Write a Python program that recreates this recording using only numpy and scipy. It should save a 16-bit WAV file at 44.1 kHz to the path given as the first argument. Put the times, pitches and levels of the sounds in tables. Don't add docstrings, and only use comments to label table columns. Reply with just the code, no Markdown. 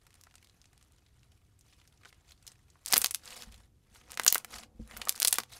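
import sys
import numpy as np
from scipy import signal
from scipy.fft import rfft, irfft
from scipy.io import wavfile
from scipy.ndimage import uniform_filter1d

SR = 44100
rng = np.random.default_rng(int(sys.argv[2]) if len(sys.argv) > 2 else 0)


def transcribe(u):
    v = np.clip(np.atleast_2d(u).T, -1, 1)
    q = np.round(v * 32767).astype(np.int16)
    wavfile.write(sys.argv[1], SR, q)


N = 246519


def gain_of(db):
    return 10 ** (np.asarray(db) / 20)


def evened(x):
    return x / np.sqrt(np.mean(x ** 2, -1, keepdims=True) + 1e-20)


def read(points, hz):
    f, value = np.transpose(points)
    return np.interp(np.log(hz + 1), np.log(f + 1), value)


def add(mix, s, sound):
    part = mix[round(s * SR):][:len(sound)]
    part += sound[:len(part)]


def swell(start, hold, first_db, last_db, rise, fall):
    t = np.arange(N) / SR - start
    held_db = np.interp(t, [0, hold], [first_db, last_db])
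    return gain_of(held_db + rise * np.minimum(t, 0) - fall * np.maximum(t - hold, 0))


def shaped_noise(db, size, patchy_db):
    a, b, patches = rng.standard_normal((db.shape[1], db.shape[0], 3)).T
    patches = uniform_filter1d(uniform_filter1d(patches, 5, 0), 6, 1)
    spectra = (a + 1j * b) * gain_of(db + patchy_db * patches / patches.std())
    return signal.istft(spectra, nperseg=size, noverlap=size * 3 // 4)[1][:N]


# (f/Hz, relative level/dB per Hz)
HUM_COLOUR = [(12, -55.5), (20, -23), (65, -5.5), (114, -10), (174, -20.5), (218, -23), (251, -22.5),
              (440, -28), (492, -36), (551, -36), (888, -42), (12800, -47), (16500, -65)]
# (start t/s, hold t/s, level/dB)
DRONE = [(1.067, 0.19, -68.5), (2.416, 0.19, -69), (5.41, 0.11, -65)]
HUM_DB = -66
DRONE_HZ, DRONE_FADE_DB_PER_S = 121, 239.5


def hum():
    hz, t = np.fft.rfftfreq(2048, 1 / SR), np.arange(N) / SR
    colour = read(HUM_COLOUR, hz)[:, None] * np.ones(N // 512 + 5)
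    rumble = shaped_noise(colour, size=2048, patchy_db=0.0)
    drone_level = sum(swell(s, hold, db, db, DRONE_FADE_DB_PER_S, DRONE_FADE_DB_PER_S)
                      for s, hold, db in DRONE)
    drone = drone_level * np.sin(2 * np.pi * DRONE_HZ * t)
    return gain_of(HUM_DB) * evened(rumble) + drone


# (t/s, level/dB)
STRETCH = [(0, -74), (.5, -74), (1, -77), (1.25, -76.5), (1.5, -80.5), (1.9, -73), (2.25, -74.5),
           (2.6, -76.5), (2.83, -73.5), (3.65, -71), (3.72, -94), (3.85, -78.5), (4.049, -70), (4.62, -76),
           (4.69, -90), (4.82, -70.5), (5.59, -74)]
STRETCH_DULL_DB = 3.5
# (start t/s, hold t/s, fizz level at start/dB, fizz level at end/dB, lift of its lows/dB,
#  level of the drag on the table/dB)
PEELS = [(1.67, 0.21, -67.5, -78, -2, -100), (2.045, 0.019, -72.5, -65.5, 12.5, -100),
         (2.08, .015, -60, -61.5, -13, -100), (2.297, 0.011, -64, -64, -1.5, -100),
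         (2.485, 0.043, -64.5, -71, -2, -100), (2.909, .19, -48.5, -63, 4.5, -93),
         (3.266, 0.17, -49, -51, -0.5, -67.5), (3.474, 0.032, -65, -69, 7.5, -100),
         (3.528, 0.065, -62.5, -69.5, 2.5, -78), (3.949, 0.076, -61.5, -68, 0.5, -98),
         (4.098, .03, -63.5, -59, 7.5, -67), (4.202, 0.19, -53.5, -55.5, 5.5, -81),
         (4.298, 0.037, -51, -43.5, -15, -100), (4.528, 0.11, -48.5, -57, 1.5, -63.5),
         (4.912, 0.2, -55.5, -58.5, 6.5, -67), (5.168, 0.16, -56, -60, 4.5, -93.5),
         (5.348, 0.063, -47, -58.5, -1.5, -77), (5.529, 0.05, -55.5, -51, -0.5, -77)]
RISE_DB_PER_S, FALL_DB_PER_S = 401, 599.5


def wetness():
    parts = [gain_of(np.interp(np.arange(N) / SR, *np.transpose(STRETCH)))]
    parts += [swell(*row[:4], RISE_DB_PER_S, FALL_DB_PER_S) for row in PEELS]
    dull = gain_of([STRETCH_DULL_DB] + [row[4] for row in PEELS])[:, None]
    return np.linalg.norm(parts, axis=0), np.linalg.norm(parts * dull, axis=0)


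# (f/Hz, relative level/dB per Hz)
FIZZ_COLOUR = [(250, -16), (500, -2.5), (1000, 1), (2000, -1.5), (4000, -0.5), (7000, -2.5), (11000, -6),
               (14000, -15), (16000, -20.5)]


def fizz(level, lows_level):
    grains = np.zeros(N)
    snaps = rng.random(N) < 1800 / SR
    size = gain_of(2.23 * np.minimum(rng.exponential(1, N), 5)) * snaps
    kinds = np.geomspace(500, 15000, num=24)
    kind, t = rng.integers(0, len(kinds), N), np.arange(400) / SR
    for k, hz in enumerate(kinds):
        grain = np.sin(2 * np.pi * hz * t) * np.exp(-t * hz / 5.5)
        grain *= gain_of(read(FIZZ_COLOUR, hz)) * np.sqrt(hz) / np.linalg.norm(grain)
        grains += signal.oaconvolve(size * (kind == k), grain)[:N]
    hz = np.fft.rfftfreq(256, 1 / SR)
    colour = read(FIZZ_COLOUR, hz)[:, None] * np.ones(N // 64 + 5)
    hiss = shaped_noise(colour, size=256, patchy_db=4.0)
    clumps = evened(uniform_filter1d(uniform_filter1d(rng.standard_normal(N), 300), 300))
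    both = evened((0.72 * evened(grains) + 0.66 * evened(hiss)) * gain_of(2.2 * clumps))
    lows = signal.lfilter(*signal.butter(2, 3000, fs=SR), both)
    return level * (both - lows) + lows_level * lows


# (t/s, peak level/dB, softness/ms)
BUMPS = [(2.979, -53, 1.6), (3.467, -45, 1.4), (3.52, -52, 1.9), (3.571, -53, 1.7), (3.909, -57.5, 1.25),
         (4.546, -49, 1.4), (4.6, -54, 0.8), (4.745, -51.5, 1.2), (4.794, -33, 0.56), (4.847, -53, 1.14),
         (4.935, -47, 1.1), (4.978, -47, 0.94)]
# (f/Hz, relative level/dB, time to fade by 60 dB/s)
TABLE_MODES = [(54, 2, .16), (81, -2, .13), (118, -7, .1), (226, -1, .12), (285, -3, .06), (400, -8, .04),
               (490, -3, .04), (715, -8, .03)]
DRAG_RISE_DB_PER_S, DRAG_FALL_DB_PER_S = 110.5, 91.5


def tabletop(slime):
    t, push = np.arange(SR // 4) / SR, np.zeros(N)
    ring = sum(gain_of(db - 60 * t / t60) * np.sin(2 * np.pi * hz * t) * np.tanh(1.3 * hz * t)
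               for hz, db, t60 in TABLE_MODES)
    for s, db, soft in BUMPS:
        press = np.exp(-((1000 * t[:900] - 2 * soft) / soft) ** 2)
        blow = np.convolve(ring, press)
        add(push, s, -gain_of(db) * blow / abs(blow).max())
    rub = evened(signal.oaconvolve(np.diff(rng.standard_normal(N + 1)), ring)[:N])
    drag = rub * sum(swell(s, hold, db, db, DRAG_RISE_DB_PER_S, DRAG_FALL_DB_PER_S)
                     for s, hold, *_, db in PEELS)
    shaken = signal.oaconvolve(np.diff(slime, prepend=0), ring)[:N]
    return push + drag + gain_of(-14.5) * shaken


# (f/Hz, time to fade by 60 dB/s)
ROOM_FADE = [(500, 0.2), (2000, 0.14), (6000, 0.15), (14000, 0.11)]


def room(x):
    taps = np.zeros(SR // 4)
    at = np.arange(130, len(taps) - 20, 20)
    taps[at + rng.integers(0, 20, len(at))] = rng.choice([-1., 1.], len(at))
    hz, t, spectra = signal.stft(taps, SR, nperseg=256)
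    fade = gain_of(-60 * t / read(ROOM_FADE, hz)[:, None])
    tail = signal.istft(spectra * fade, SR, nperseg=256)[1]
    return signal.fftconvolve(x, tail / np.linalg.norm(tail))[:N]


def causal(db):
    log_gain = np.log(gain_of(np.maximum(db, -100)))
    circle = np.concatenate([log_gain, log_gain[..., -2:0:-1]], -1)
    return np.exp(signal.hilbert(circle).conj()[..., :db.shape[-1]])


LOWS_DB, HIGHS_DB = -2.5, -2.225
LOWS_PER_DULL_DB, HIGHS_PER_DULL_DB = 0.4, -0.534
LOWS_DB_PER_OCTAVE, HIGHS_DB_PER_OCTAVE = -2.5, -3.115
BOUNCE_MS, BOUNCE_SPREAD_MS, BOUNCE_DB, BOUNCE_SPREAD_DB = 0.878, 0.11, -13, 2


def bursts(rows):
    _, peak_db, pocket_hz, dull_db, sputter_db, tone_db = rows.T[:, :, None]
    octave = np.log2(pocket_hz / 4000)
    low_db = LOWS_DB + LOWS_PER_DULL_DB * dull_db + LOWS_DB_PER_OCTAVE * octave - tone_db
    high_db = HIGHS_DB + HIGHS_PER_DULL_DB * dull_db + HIGHS_DB_PER_OCTAVE * octave - 0.89 * tone_db
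    vary = rng.standard_normal((len(rows), 2)).T[:, :, None]
    delay_ms = BOUNCE_MS + BOUNCE_SPREAD_MS * vary[0]
    bounce_db = np.minimum(BOUNCE_DB + BOUNCE_SPREAD_DB * vary[1], -2)
    size = 2048
    hz, t = np.fft.rfftfreq(size, 1 / SR) + 1, np.arange(size) / SR
    tilt_db = low_db / (1 + (hz / 2500) ** 4) + high_db / (1 + (9000 / hz) ** 4)
    tilt_db -= 24 / (1 + (hz / 300) ** 2)
    tilt_db += (.25 * peak_db - 3) / (1 + (13000 / hz) ** 8) - 50 / (1 + (18500 / hz) ** 20)
    near = 1 / (1 + ((hz - pocket_hz) / (250 + 0.14 * pocket_hz)) ** 2)
    push_pull = (1j * hz - 4000) / (1j * hz + 4000)
    click = causal(tilt_db + 7.0 * near) * push_pull
    click /= abs(signal.hilbert(irfft(click))).max(1, keepdims=True)
    late = np.exp(-2j * np.pi * hz * delay_ms / 1000)
    echoes = 1 + gain_of(bounce_db) * late + gain_of(bounce_db - 9) * late ** 2
    click_sound = irfft(click * echoes) * (1 - t / t[-1]) ** 2
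    lumps = rng.standard_normal((len(rows), size)) * gain_of(2.5 * rng.standard_normal((len(rows), size)))
    rattle = evened(irfft(rfft(lumps) * click * gain_of(3.6 * near)))
    fade = gain_of(-60 * t / 0.011) + gain_of(-11.5 - 60 * t / 0.054)
    fade = np.clip(t / 0.0015, 0, 1) ** 2 * fade * (1 - t / t[-1])
    return gain_of(peak_db) * (click_sound + gain_of(sputter_db + 5.5) * rattle * fade)


SMALL_POPS = 45
SMALL_DB, SMALL_SPREAD_DB = -59, 8
SMALL_FOLLOW = 0.95
SMALL_DULL_DB, SMALL_SPUTTER_DB = 9, -13


def small_pops(level):
    when, pitch, big, dull, tone = rng.random((SMALL_POPS, 5)).T
    at = (when * (N - 1)).astype(int)
    fizz_db = 20 * np.log10(level[at] / np.median(level))
    peak_db = SMALL_DB + SMALL_FOLLOW * fizz_db + SMALL_SPREAD_DB * big
    pocket_hz, dull_db = 1500 * 6.5 ** pitch, SMALL_DULL_DB + 16 * (dull - .5)
    return np.transpose([at / SR, peak_db, pocket_hz, dull_db, SMALL_SPUTTER_DB + 0 * at, 8 * tone])


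# (t/s, peak level/dB, pocket pitch f/Hz, dullness/dB, sputter level before a shared lift/dB,
#  own tone over lows and highs/dB)
CLEAR_POPS = [(.067, -42, 2020, 2, -11.5, -1), (.106, -45, 2000, 3, -18, 2), (.1289, -47, 2900, 7, -18, 2),
              (.1421, -38.5, 9900, 1, -23, -5), (.1538, -43, 9050, 0, -19, -10),
              (.2123, -35.5, 6100, -15, -23, -3), (.2372, -34, 5700, -7, -22, -8),
              (.2472, -47, 6400, -7, -29, 0), (.2694, -45, 1320, 34, -9, 2), (.301, -53, 5600, 15, -23, 1),
              (.311, -46, 2310, 14, -20, 5), (.3414, -42.5, 1240, 15, -16, 5),
              (.355, -34, 8900, 5, -18, -1), (.3814, -45, 2320, 2, -15, 14),
              (.427, -43.5, 2500, 1, -14.5, -3), (.4455, -41, 4500, -3, -16, -2),
              (.4722, -42.5, 3500, 3, -29, 1), (.497, -45, 4000, 10, -16, 9),
              (.6163, -40.5, 5640, 2, -20, 13), (.6415, -50, 2610, 3, -11, 4),
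              (.6561, -43, 7100, 16, -16, 3), (.731, -47, 1600, 5, -14, -1),
              (.7782, -41.5, 10200, 3, -33, 1), (.812, -47.5, 3000, 8, -13, -1),
              (.8271, -41, 8000, 4, -22, -3), (.922, -45.5, 8800, -14, -32, -4),
              (.9845, -50.5, 5900, 16, -20, -4), (1.064, -50.5, 3900, 17, -9.5, 10),
              (1.1936, -56, 5200, 0, -13, 10), (1.2316, -48, 2640, 15, -17, 9),
              (1.3188, -49, 3340, 0, -16.5, 3), (1.376, -54, 2500, -2, -16, -5),
              (1.5908, -50.5, 7900, -20, -9, -2), (1.6102, -43, 5930, -14, -18, 3),
              (1.799, -51.5, 3920, 16, -9, 1), (1.815, -48.5, 2960, 14, -9.5, -1),
              (1.852, -55, 1920, 20, -8, 8), (1.876, -41.5, 6130, -5, -18, -5),
              (1.975, -52, 6500, 6, -13, 6), (2.0342, -47, 2000, 23, -9, 5),
              (2.0499, -38.5, 2800, 26, -18, 4), (2.0545, -44, 1510, 25, -3, 9),
              (2.1272, -42, 1890, 21, -12.5, 1), (2.2902, -50, 4970, 8, -15, 7),
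              (2.3197, -40.5, 3950, -1, -9, 0), (2.4258, -48.5, 8500, 4, -8, 0),
              (2.4674, -30, 6950, -6, -15, 3), (2.477, -27.5, 5400, -9, -13, 2),
              (2.5175, -42, 8600, 5, -10, -4), (2.5558, -54, 2110, 13, -11, 10),
              (2.5907, -56.5, 1800, 4, -7, -4), (2.7017, -45.5, 6900, -7, -12, 7),
              (2.756, -54.5, 980, 38, -3, -2), (2.8502, -43, 4400, -6, -10, -3.5),
              (2.8611, -13, 8500, -15, -29, 6), (2.8704, -27, 5200, 2, -19, -7),
              (2.8789, -23.5, 5000, -9, -13, 0), (2.8842, -18, 8500, -19.5, -19, 4),
              (2.9046, -24, 5800, -16, -32, 8), (2.91, -21, 5130, -7, -19, -7.5),
              (2.921, -18, 5700, 10, -18, 7), (2.926, 0.5, 8700, -7.5, -54, -7),
              (2.935, -1, 4940, 15, -16, -2.5), (2.9405, 4.5, 5160, -15.5, -36, 1),
              (2.959, -15, 4160, -21, -14.5, 1), (2.9609, -9, 3630, 11, -35, -8.5),
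              (2.9672, -1.9, 11800, 8, -18.5, -5), (2.9765, -22, 7400, -10, -17, 2.5),
              (2.9797, 6.5, 11500, -18, -38, -10), (2.994, -28.5, 10620, -17.5, -26, 0),
              (3.0088, -25, 11110, 3, -15, -9), (3.0167, -6.5, 8380, -23, -21, 0),
              (3.019, -15, 7300, 10.5, -15, -3), (3.0401, -20.5, 11600, -11, -15, -1),
              (3.0445, 0, 4360, -1, -24.5, -4.5), (3.0544, -24, 8330, -20, -10, -3),
              (3.0603, -6.5, 6460, 3, -22.5, 3), (3.0689, -14, 8700, -13, -38, -2),
              (3.084, -29, 3980, -8, -32, -4), (3.1091, -17, 10000, -2.5, -13, -7),
              (3.132, -39, 9100, -9, -30, -5.5), (3.142, -20.5, 6000, -14, -33, -1),
              (3.1466, -7, 10900, -1.5, -21.5, 3), (3.1583, -22, 8900, -4, -38.5, -2),
              (3.2567, -30, 7950, -9, -20, 13), (3.3058, -31, 3230, 5, -11, 9),
              (3.4226, -24.5, 3780, 7, -38, 8), (3.4337, -37, 3660, 11.5, -39, 2.5),
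              (3.523, -37.5, 2690, -2, -16, 1), (3.5422, -39.5, 3800, 4, -10.5, -4.5),
              (3.579, -43, 8850, 5, -20.5, 0), (3.6023, -51.5, 1357, 6, -8.5, -0.5),
              (3.9472, -47, 10600, 4, -12, -5), (3.9583, -43.5, 2200, 15.5, -11.5, 0),
              (4.013, -47, 2700, 29, -11, 1), (4.0792, -47.5, 1700, 24, -29, -2),
              (4.0967, -40.5, 1100, 13, -20, -3), (4.105, -35, 5100, 18, -18, 9),
              (4.1102, -32.5, 9200, -0.5, -19, -7.5), (4.1189, -21, 7600, -5, -32.5, -9.5),
              (4.1324, -32, 1800, 10.5, -17.5, 7.5), (4.1419, -30, 6700, 4.5, -18, -0.5),
              (4.152, -34, 9800, -8.5, -32, -6), (4.1744, -15.5, 1900, 15, -21.5, 4),
              (4.1974, -8, 1530, 16, -20.5, -0.5), (4.2163, -28, 2100, -9, -19.5, -1),
              (4.235, -18, 8200, -6.5, -23.5, -3), (4.248, -13.5, 12900, -16.5, -38, -15.5),
              (4.265, 1, 1390, -1, -26.5, 0.5), (4.2781, -5, 6640, -5.5, -4, 8),
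              (4.3012, -16, 6500, -18.5, -11, 2.5), (4.3256, 2.5, 14200, -9, -29.5, -6.5),
              (4.3462, -3.5, 14100, -13.5, -20, -1), (4.3556, -13, 1730, 2, -13.5, 0),
              (4.357, -14.5, 1500, 25.5, -17.5, -3.5), (4.381, -11.5, 9600, -13, -30, -6),
              (4.447, -19, 1920, -1.5, -23, -5.5), (4.5117, -37, 6100, 7, -14, -6.5),
              (4.5327, -40, 1720, 17, -8, 0), (4.5388, -34, 1690, 25, -13, -3.5),
              (4.558, -30, 4650, 20.5, -14, -10.5), (4.5846, -29, 4640, 3, -15, -7.5),
              (4.635, -32.5, 2550, 26, -16.5, 9), (4.8762, -37.5, 10440, 4, -23, -11),
              (4.9119, -32, 2100, 19, -18, -2), (4.9673, -25.5, 1650, 11, -16, 2.5),
              (4.9724, -22.5, 13300, -12, -20, -14), (5.0161, -22, 2760, 14, -9, 5),
              (5.0533, -25.5, 7400, -14, -22, -1), (5.0726, -26, 1100, 36, -4.5, -3),
              (5.0857, -14.5, 11900, -6, -23, 2), (5.0937, 1, 11800, -7.5, -27, 5),
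              (5.125, -20.5, 7500, -8, -37, -6), (5.1464, -36.5, 1490, 18, -27, -7),
              (5.1541, -32, 4800, -20, -11, 5), (5.1605, -24.5, 9700, 2, -18.5, -2),
              (5.1779, -24.5, 6400, 2, -32, -9), (5.19, -34, 2800, -13, -19, -2),
              (5.2011, -7, 12300, -16, -25.5, 1), (5.213, -31, 8600, 8, -3, -6),
              (5.2207, -5, 10000, 9, -20, 2.5), (5.2291, -1, 4880, -9, -40, 2),
              (5.2482, -5, 9900, -26, -21, -5), (5.2496, -0.9, 4600, 0.5, -19, 1),
              (5.2663, -25, 4600, -26, -32, -3), (5.2742, -2, 10200, -18, -17.5, 11),
              (5.2815, -0.3, 8250, -12, -21.5, 1.5), (5.309, -20, 10900, -25.5, -16, -7),
              (5.3272, -0.5, 9470, -4.5, -17, -4.5), (5.3415, -9.5, 9750, -24, -33.5, 2),
              (5.3563, -20, 3620, -12, -11.5, -2), (5.3849, -4, 1287, 4, -20.5, -0.5),
              (5.4018, -19.5, 4990, 11, -16.5, -9), (5.4352, -25, 3600, 6, -25, -4),
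              (5.524, -36, 3700, -7, -22, -6), (5.535, -33, 4070, -4, -13, 8),
              (5.5467, -38, 4470, -5, -17, 0)]


def pops(level):
    out, rows = np.zeros(N), np.concatenate([CLEAR_POPS, small_pops(level)])
    for row, sound in zip(rows, bursts(rows)):
        add(out, row[0], sound)
    return out


def scene():
    level, lows_level = wetness()
    slime = pops(level) + fizz(level, lows_level)
    return (slime + gain_of(-17.5) * room(slime) + tabletop(slime) + hum())[None]


EDGE_HZ = 15800


def record(dry):
    held = dry / (1 + abs(dry / .85) ** 6) ** (1 / 6)
    low_pass = signal.firwin(255, EDGE_HZ, window=("kaiser", 9), fs=SR)
    return signal.oaconvolve(held, low_pass[None], "same")


dry = scene()
out = record(dry)
transcribe(out)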